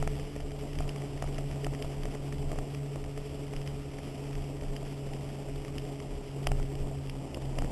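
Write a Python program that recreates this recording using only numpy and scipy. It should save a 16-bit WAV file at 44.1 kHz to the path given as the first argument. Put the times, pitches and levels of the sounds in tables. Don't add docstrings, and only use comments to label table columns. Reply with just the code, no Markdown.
import sys
import numpy as np
from scipy import signal
from scipy.fft import rfft, irfft, next_fast_len
from scipy.io import wavfile
from scipy.ndimage import uniform_filter1d

SR = 44100
rng = np.random.default_rng(int(sys.argv[2]) if len(sys.argv) > 2 else 0)


def file_out(sig):
    cols = np.atleast_2d(sig).T
    lim = np.clip(cols, -1, 1)
    pcm = np.round(lim * 32767).astype(np.int16)
    wavfile.write(sys.argv[1], SR, pcm)


def amplitude_ratio(level_db):
    exponent = np.asarray(level_db, float) / 20
    return 10 ** exponent


N = 340011

# start_s, rumble_db, hiss_db
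ROAD_AND_WIND = [(0.0, -50, -55), (0.4, -51.5, -59), (1.0, -50, -57.5), (1.55, -50, -57.5),
                 (2.3, -49.5, -58.5), (3.15, -52, -59), (3.55, -51.5, -57.5), (4.55, -50.5, -58.5),
                 (5.75, -50, -58.5), (6.05, -50.5, -60), (6.5, -49.5, -58), (7.1, -51.5, -60.5),
                 (7.4, -48, -59.5), (7.71, -47.5, -58.5)]
# pitch_hz, level_db (per Hz)
RUMBLE_TONE = [(90, -19), (110, -6.5), (200, -0.5), (300, 2.5), (480, -3.5), (650, -3), (800, -8),
               (1000, -14), (1500, -38.5)]
# pitch_hz, level_db (per Hz)
HISS_TONE = [(500, -34), (1200, 1.5), (1550, -5), (2000, -0.5), (2900, 2.5), (3300, 0), (3700, -2),
             (4100, -1)]
# pitch_hz, width_hz, level_db
BODY_MODES = [
    (680, 148, 6),
    (700, 267, -3),
]
# pitch_hz, width_hz, level_db
SHELL_MODES = [
    (1206, 250, -3.5),
    (1910, 520, -1.5),
]
# pitch_hz, width_hz, level_db
RING_MODES = [
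    (3036, 367, 3),
]
# start_s, level_db (peak)
SHELL_CRACKS = [(0.025, -29.5), (0.0742, -25.5), (0.196, -36), (0.3613, -33.5), (7.583, -34), (0.9595, -32),
                (1.0192, -35), (1.1752, -34.5), (1.222, -25.5), (1.274, -35), (1.512, -31), (1.6648, -28.5),
                (1.735, -34), (1.748, -32), (2.0537, -28.5), (2.148, -32.5), (2.3241, -29), (2.5155, -31.5),
                (2.586, -30.5), (2.957, -36), (3.0395, -35.5), (3.1752, -33), (3.5348, -32.5),
                (3.9851, -32), (5.6482, -33), (5.6798, -32), (6.0006, -31.5), (7.644, -35.5),
                (7.5855, -23.5), (7.619, -32)]
# start_s, level_db (peak), brightness_db
RING_SNAPS = [(0.403, -36, -5), (0.7308, -38, 3), (0.7526, -35, -2), (0.786, -31.5, 9), (0.8908, -34, 16),
              (1.3432, -35, 2), (1.3811, -30.5, 0), (0.5067, -37, -7), (1.6438, -26.5, 2),
              (1.8227, -29.5, 12), (2.0328, -31.5, 2), (2.7468, -31.5, 4), (3.5627, -34, 4),
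              (3.6144, -33.5, -8), (3.674, -33.5, 10), (4.3292, -36, -7), (4.352, -35, 0), (4.61, -37, -2),
              (4.763, -33.5, 6), (5.134, -35.5, 4), (5.4964, -39, -5), (5.7808, -30, 8.5),
              (5.8506, -36, -4), (6.5162, -26, -5), (6.6273, -39.5, 6), (6.752, -38, 7), (7.0705, -41, 0),
              (7.0952, -30.5, 8.5), (7.3439, -33.5, 8), (6.4687, -15.5, -6)]
# start_s, level_db (peak), pitch_hz
HOUSING_THUDS = [(0.025, -25.5, 720), (0.074, -25, 700), (0.362, -31, 530), (0.4, -35, 705),
                 (0.804, -28, 710), (0.852, -33, 630), (1.223, -24.5, 683), (1.384, -29.5, 670),
                 (1.666, -24.5, 687), (1.729, -33.5, 616), (1.815, -33.5, 597.6), (1.845, -31.5, 654),
                 (2.053, -28, 646), (2.152, -31, 604), (2.516, -29, 634), (2.557, -31, 589),
                 (2.586, -28.5, 733), (2.957, -30, 602), (3.175, -34, 628.4), (3.535, -34.5, 732),
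                 (3.989, -33, 528), (4.622, -29, 522), (4.827, -34, 650), (6.469, -22, 707),
                 (6.516, -24.5, 736), (6.598, -31, 763), (7.371, -28.5, 606), (7.585, -24.5, 640),
                 (7.62, -27.5, 729), (7.645, -30, 520)]
# start_s, level_db (peak), pitch_hz
MORE_HOUSING_THUDS = [
    (1.24, -28, 680),
    (2.529, -30, 613),
]
# start_s (centre), level_db (swing), length_s
MOUNT_BUMPS = [(0.051, -28, 0.074), (0.231, -36.5, 0.035), (0.46, -36, 0.058), (0.821, -30.5, 0.077),
               (1.15, -38.5, 0.029), (1.268, -33, 0.038), (1.372, -34.5, 0.042), (1.505, -36.5, 0.053),
               (1.69, -33.5, .04), (1.86, -34.5, 0.029), (2.05, -33.5, 0.054), (2.201, -39, .04),
               (2.44, -33.5, .09), (2.588, -33, 0.044), (3.039, -40.5, .05), (3.2, -39.5, 0.036),
               (3.576, -36.5, 0.034), (3.73, -39.5, 0.038), (4.39, -33, 0.044), (4.693, -32.5, .05),
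               (4.836, -40.5, .03), (5.12, -44, .06), (5.54, -38, 0.061), (5.82, -40.5, 0.084),
               (6.512, -26, .05), (6.61, -28.5, 0.048), (6.82, -32, 0.067), (7.109, -40.5, .04),
               (7.489, -41, .04), (7.62, -27, 0.053)]
# pitch_hz, level_db (per Hz)
FRAME_SHAKE_TONE = [(14, -12), (24, -5), (40, -1.5), (52, -10.5), (74, 2.5), (100, -11.5), (130, -3.5),
                    (260, -24.5)]
# start_s, pitch_hz (firing rate), level_db (first order, as throttle)
ENGINE_DRIFT = [(0.0, 141.7, -33.5), (0.3, 143.6, -42), (0.8, 142.4, -39), (1.1, 140.6, -40.5),
                (1.25, 140.8, -38.5), (2.5, 140.1, -38.5), (3.0, 141.3, -40), (4.35, 139.4, -40),
                (4.57, 139.2, -40.5), (4.72, 139.6, -39), (6.1, 139.2, -41), (6.26, 137.7, -45.5),
                (6.4, 138.6, -37), (6.95, 137.1, -38.5), (7.24, 135.8, -40), (7.33, 135.5, -48.5),
                (7.45, 134.8, -37.5), (7.71, 135.7, -42.5)]
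ORDER_LEVELS = (-0.77, -10.5, -9.5)
# start_s, level_db (added to the threshold)
TREBLE_DROPOUT = [(0, .8), (.7, 0), (.9, 2.2), (1.6, 2), (1.8, 0), (5.7, 0), (6.1, 1.2), (6.5, 0),
                  (7.2, .8), (7.55, 2.4), (7.71, 0)]


def curves(table):
    s, *columns = np.transpose(table)
    return [np.interp(np.arange(N) / SR, s, column) for column in columns]


def unit(x):
    return x / np.sqrt(np.mean(x ** 2))


def resonate(x, modes):
    return sum(amplitude_ratio(db) * signal.lfilter(*signal.iirpeak(hz, hz / width, fs=SR), x) for hz, width, db in modes)


def walk(rate, size=32):
    levels = rng.standard_normal(int(N / SR * rate) + 2)
    place = np.arange(0, N, size) / SR * rate
    part = place % 1
    smooth_place = place - part + part ** 2 * (3 - 2 * part)
    coarse = np.interp(smooth_place, np.arange(len(levels)), levels)
    return uniform_filter1d(np.repeat(unit(coarse), size), size)[:N]


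def turbulence(shape, ref_hz, common_db, own_db, rate):
    size = next_fast_len(N)
    hz = np.maximum(np.arange(size // 2 + 1) * SR / size, 1)
    at, db = np.transpose(shape)
    tone_db = np.interp(np.log(hz), np.log(at), db, left=-60, right=-60)
    full = rfft(rng.standard_normal(size)) * amplitude_ratio(tone_db)
    in_ref = (hz > ref_hz[0]) & (hz < ref_hz[1])
    full = full / np.sqrt(2 * np.sum(np.abs(full[in_ref]) ** 2)) * size
    out = 0
    gust = common_db * walk(rate)
    for centre in np.arange(np.floor(2 * np.log2(at[0])), 2 * np.log2(at[-1]) + 1) / 2:
        share = np.clip(1 - 2 * np.abs(np.log2(hz) - centre), 0, 1)
        out = out + irfft(full * share, size)[:N] * amplitude_ratio(gust + own_db * walk(rate / 2))
    return out


def road_rumble(rumble_db):
    return amplitude_ratio(rumble_db - 0.5) * turbulence(RUMBLE_TONE, (480, 1000), common_db=1.56, own_db=0.3, rate=30)


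def wind_hiss(hiss_db):
    return amplitude_ratio(hiss_db + 1.5) * turbulence(HISS_TONE, (1600, 3500), common_db=1.11, own_db=0.5, rate=45)


def blows(times, db, lead_s=0.0018, tail_s=0.0031, chatter_db=-26):
    contacts = np.zeros(N)
    np.add.at(contacts, np.clip((times * SR).astype(int), 0, N - 1), amplitude_ratio(db))
    t = np.arange(-SR // 30, SR // 30 + 1) / SR
    swell = np.exp(np.where(t < 0, t / lead_s, -t / tail_s))
    grit = signal.fftconvolve(contacts, swell, "same") * rng.standard_normal(N)
    return contacts + amplitude_ratio(chatter_db) * grit


def rattle(hiss_db, count=900):
    draw = rng.random((count, 2))
    times = draw[:, 0] * (N - 1) / SR
    db = hiss_db[(times * SR).astype(int)] + 23.5 - 2.06 * np.log(draw[:, 1] * 0.68 + 0.065)
    ticks = blows(times, db, lead_s=0.0015, tail_s=0.0021, chatter_db=-18.0)
    return resonate(ticks, SHELL_MODES + RING_MODES) + amplitude_ratio(6.5) * resonate(ticks, BODY_MODES)


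def knocks(late_s=0.000821, bounce_s=0.00055):
    crack_bright_db = -12.5
    cracks = [(s, db, crack_bright_db) for s, db in SHELL_CRACKS]
    s, db, bright_db = np.transpose(cracks + list(RING_SNAPS))
    shell = resonate(blows(s + late_s, db + 21.5), SHELL_MODES)
    ring = resonate(blows(s + late_s + bounce_s, db + bright_db / 2 + 23), RING_MODES)
    return signal.sosfilt(signal.butter(4, 3500, fs=SR, output="sos"), shell + ring)


def thuds(t60=0.015, rise_s=0.00096, push_s=0.00047):
    out = np.zeros(N + SR)
    t = np.arange(SR // 20) / SR
    fade = (1 - np.exp(-t / rise_s)) * np.exp(-np.log(1000) * t / t60)
    shove = -t / push_s * np.exp(1 - t / push_s)
    for s, db, hz in list(HOUSING_THUDS) + list(MORE_HOUSING_THUDS):
        ring = np.sin(2 * np.pi * hz * t) + 0.28 * np.sin(2 * np.pi * 1.86 * hz * t)
        out[int(s * SR):][:len(t)] += amplitude_ratio(db + 6) * (fade * ring + 0.38 * shove)
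    return out[:N]


def mount():
    bump_trim_db, idle_swing_db = -2.5, -49
    rest_hz, soften_hz, knee_db = 30, 5, -42
    jolt_db, jolt_idle_db = -13, -50
    t = np.arange(N) / SR
    size = sum(amplitude_ratio(db + bump_trim_db) * np.exp(-((t - s) / length) ** 2) for s, db, length in MOUNT_BUMPS)
    hz = rest_hz - soften_hz * size / (size + amplitude_ratio(knee_db))
    phase = 2 * np.pi * np.cumsum(hz * (1 + 0.0768 * walk(15))) / SR
    swing = np.sqrt(2) * amplitude_ratio(1.9 * walk(18)) * (np.sin(phase) + 0.041 * np.cos(2 * phase))
    jolts = turbulence(FRAME_SHAKE_TONE, (45, 105), common_db=1.0, own_db=0.5, rate=12)
    swing_size = size + amplitude_ratio(idle_swing_db + 2.7 * walk(7.8))
    jolt_size = amplitude_ratio(jolt_db) * size + amplitude_ratio(jolt_idle_db)
    return swing_size * swing + jolt_size * jolts


def engine():
    follow, wander_db = 0.18, 1.2
    pipe_edge_hz, pipe_slope_hz, pipe_drop_db = 409.5, 0.6, -9
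    turn_firings, throb_peak_s = 12, 3.777
    throb_2, throb_3, throb_sharp = 0.29, 0.49, 0.23
    throb_lag = 1.3
    hz, db = curves(ENGINE_DRIFT)
    upper = np.mean(db) + follow * (db - np.mean(db))
    pipe_db = pipe_drop_db / (1 + np.exp((3 * hz - pipe_edge_hz) / pipe_slope_hz))
    levels = [db + 1.45 * walk(6), upper + wander_db * walk(9), upper + pipe_db + wander_db * walk(14)]
    phase = 2 * np.pi * np.cumsum(hz * (1 + 0.0033 * walk(25))) / SR
    turn = (phase - phase[int(throb_peak_s * SR)]) / turn_firings
    throb = [1,
             1 + throb_2 * np.cos(turn - throb_lag),
             1 + throb_3 * np.cos(turn) + throb_sharp * np.cos(2 * turn)]
    hum = 0
    for k, level_db, trim_db, beat in zip((1, 2, 3), levels, ORDER_LEVELS, throb):
        tone = amplitude_ratio(0.55 * k * walk(45)) * np.sin(k * phase + 0.08 * k * walk(40))
        hum = hum + amplitude_ratio(level_db + trim_db) * beat * tone
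    uneven = amplitude_ratio(levels[0] - 16.5 + 3.1 * walk(16)) * np.sin(phase / 2)
    return np.sqrt(2) * (hum + uneven)


def scene():
    rumble_db, hiss_db = curves(ROAD_AND_WIND)
    background = road_rumble(rumble_db) + wind_hiss(hiss_db)
    plastic = rattle(hiss_db) + knocks() + thuds()
    return (background + plastic + mount() + engine())[None]


def drop_faint_treble(x, from_hz=9000, under_db=-7):
    hz, s, bins = signal.stft(x, SR, nperseg=2048)
    hz = hz[:, None]
    near = uniform_filter1d(uniform_filter1d(np.abs(bins), size=5, axis=0), size=3, axis=1)
    typical = np.median(near[(hz[:, 0] > 10500) & (hz[:, 0] < 11500)])
    bar_db = under_db + np.interp(s, *np.transpose(TREBLE_DROPOUT)) + 1.5 * (hz > 11400)
    faint = (hz > from_hz) & (near < typical * amplitude_ratio(bar_db))
    return signal.istft(bins * np.where(faint, 0.03, 1), SR, nperseg=2048)[1][:N]


def sample_and_hold(x, sample_hz=8000, frame_hz=30, frame_slip=0.42):
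    t = np.arange(N) / SR
    slip = frame_slip * np.floor(t * frame_hz) % 1
    held_s = (np.floor(t * sample_hz + slip) - slip) / sample_hz
    return np.interp(held_s, t, x)


def band_limit(x):
    return signal.sosfilt(signal.butter(12, 13240, fs=SR, output="sos"), x)


def record(dry):
    low = signal.sosfilt(signal.butter(8, 3500, fs=SR, output="sos"), dry)
    thinned = drop_faint_treble(sample_and_hold(low[0]))
    top_cut = signal.ellip(10, 0.2, 33, 12740, fs=SR, output="sos")
    mix = signal.sosfilt(top_cut, thinned)[None]
    return band_limit(mix)


dry = scene()
out = record(dry)
file_out(out)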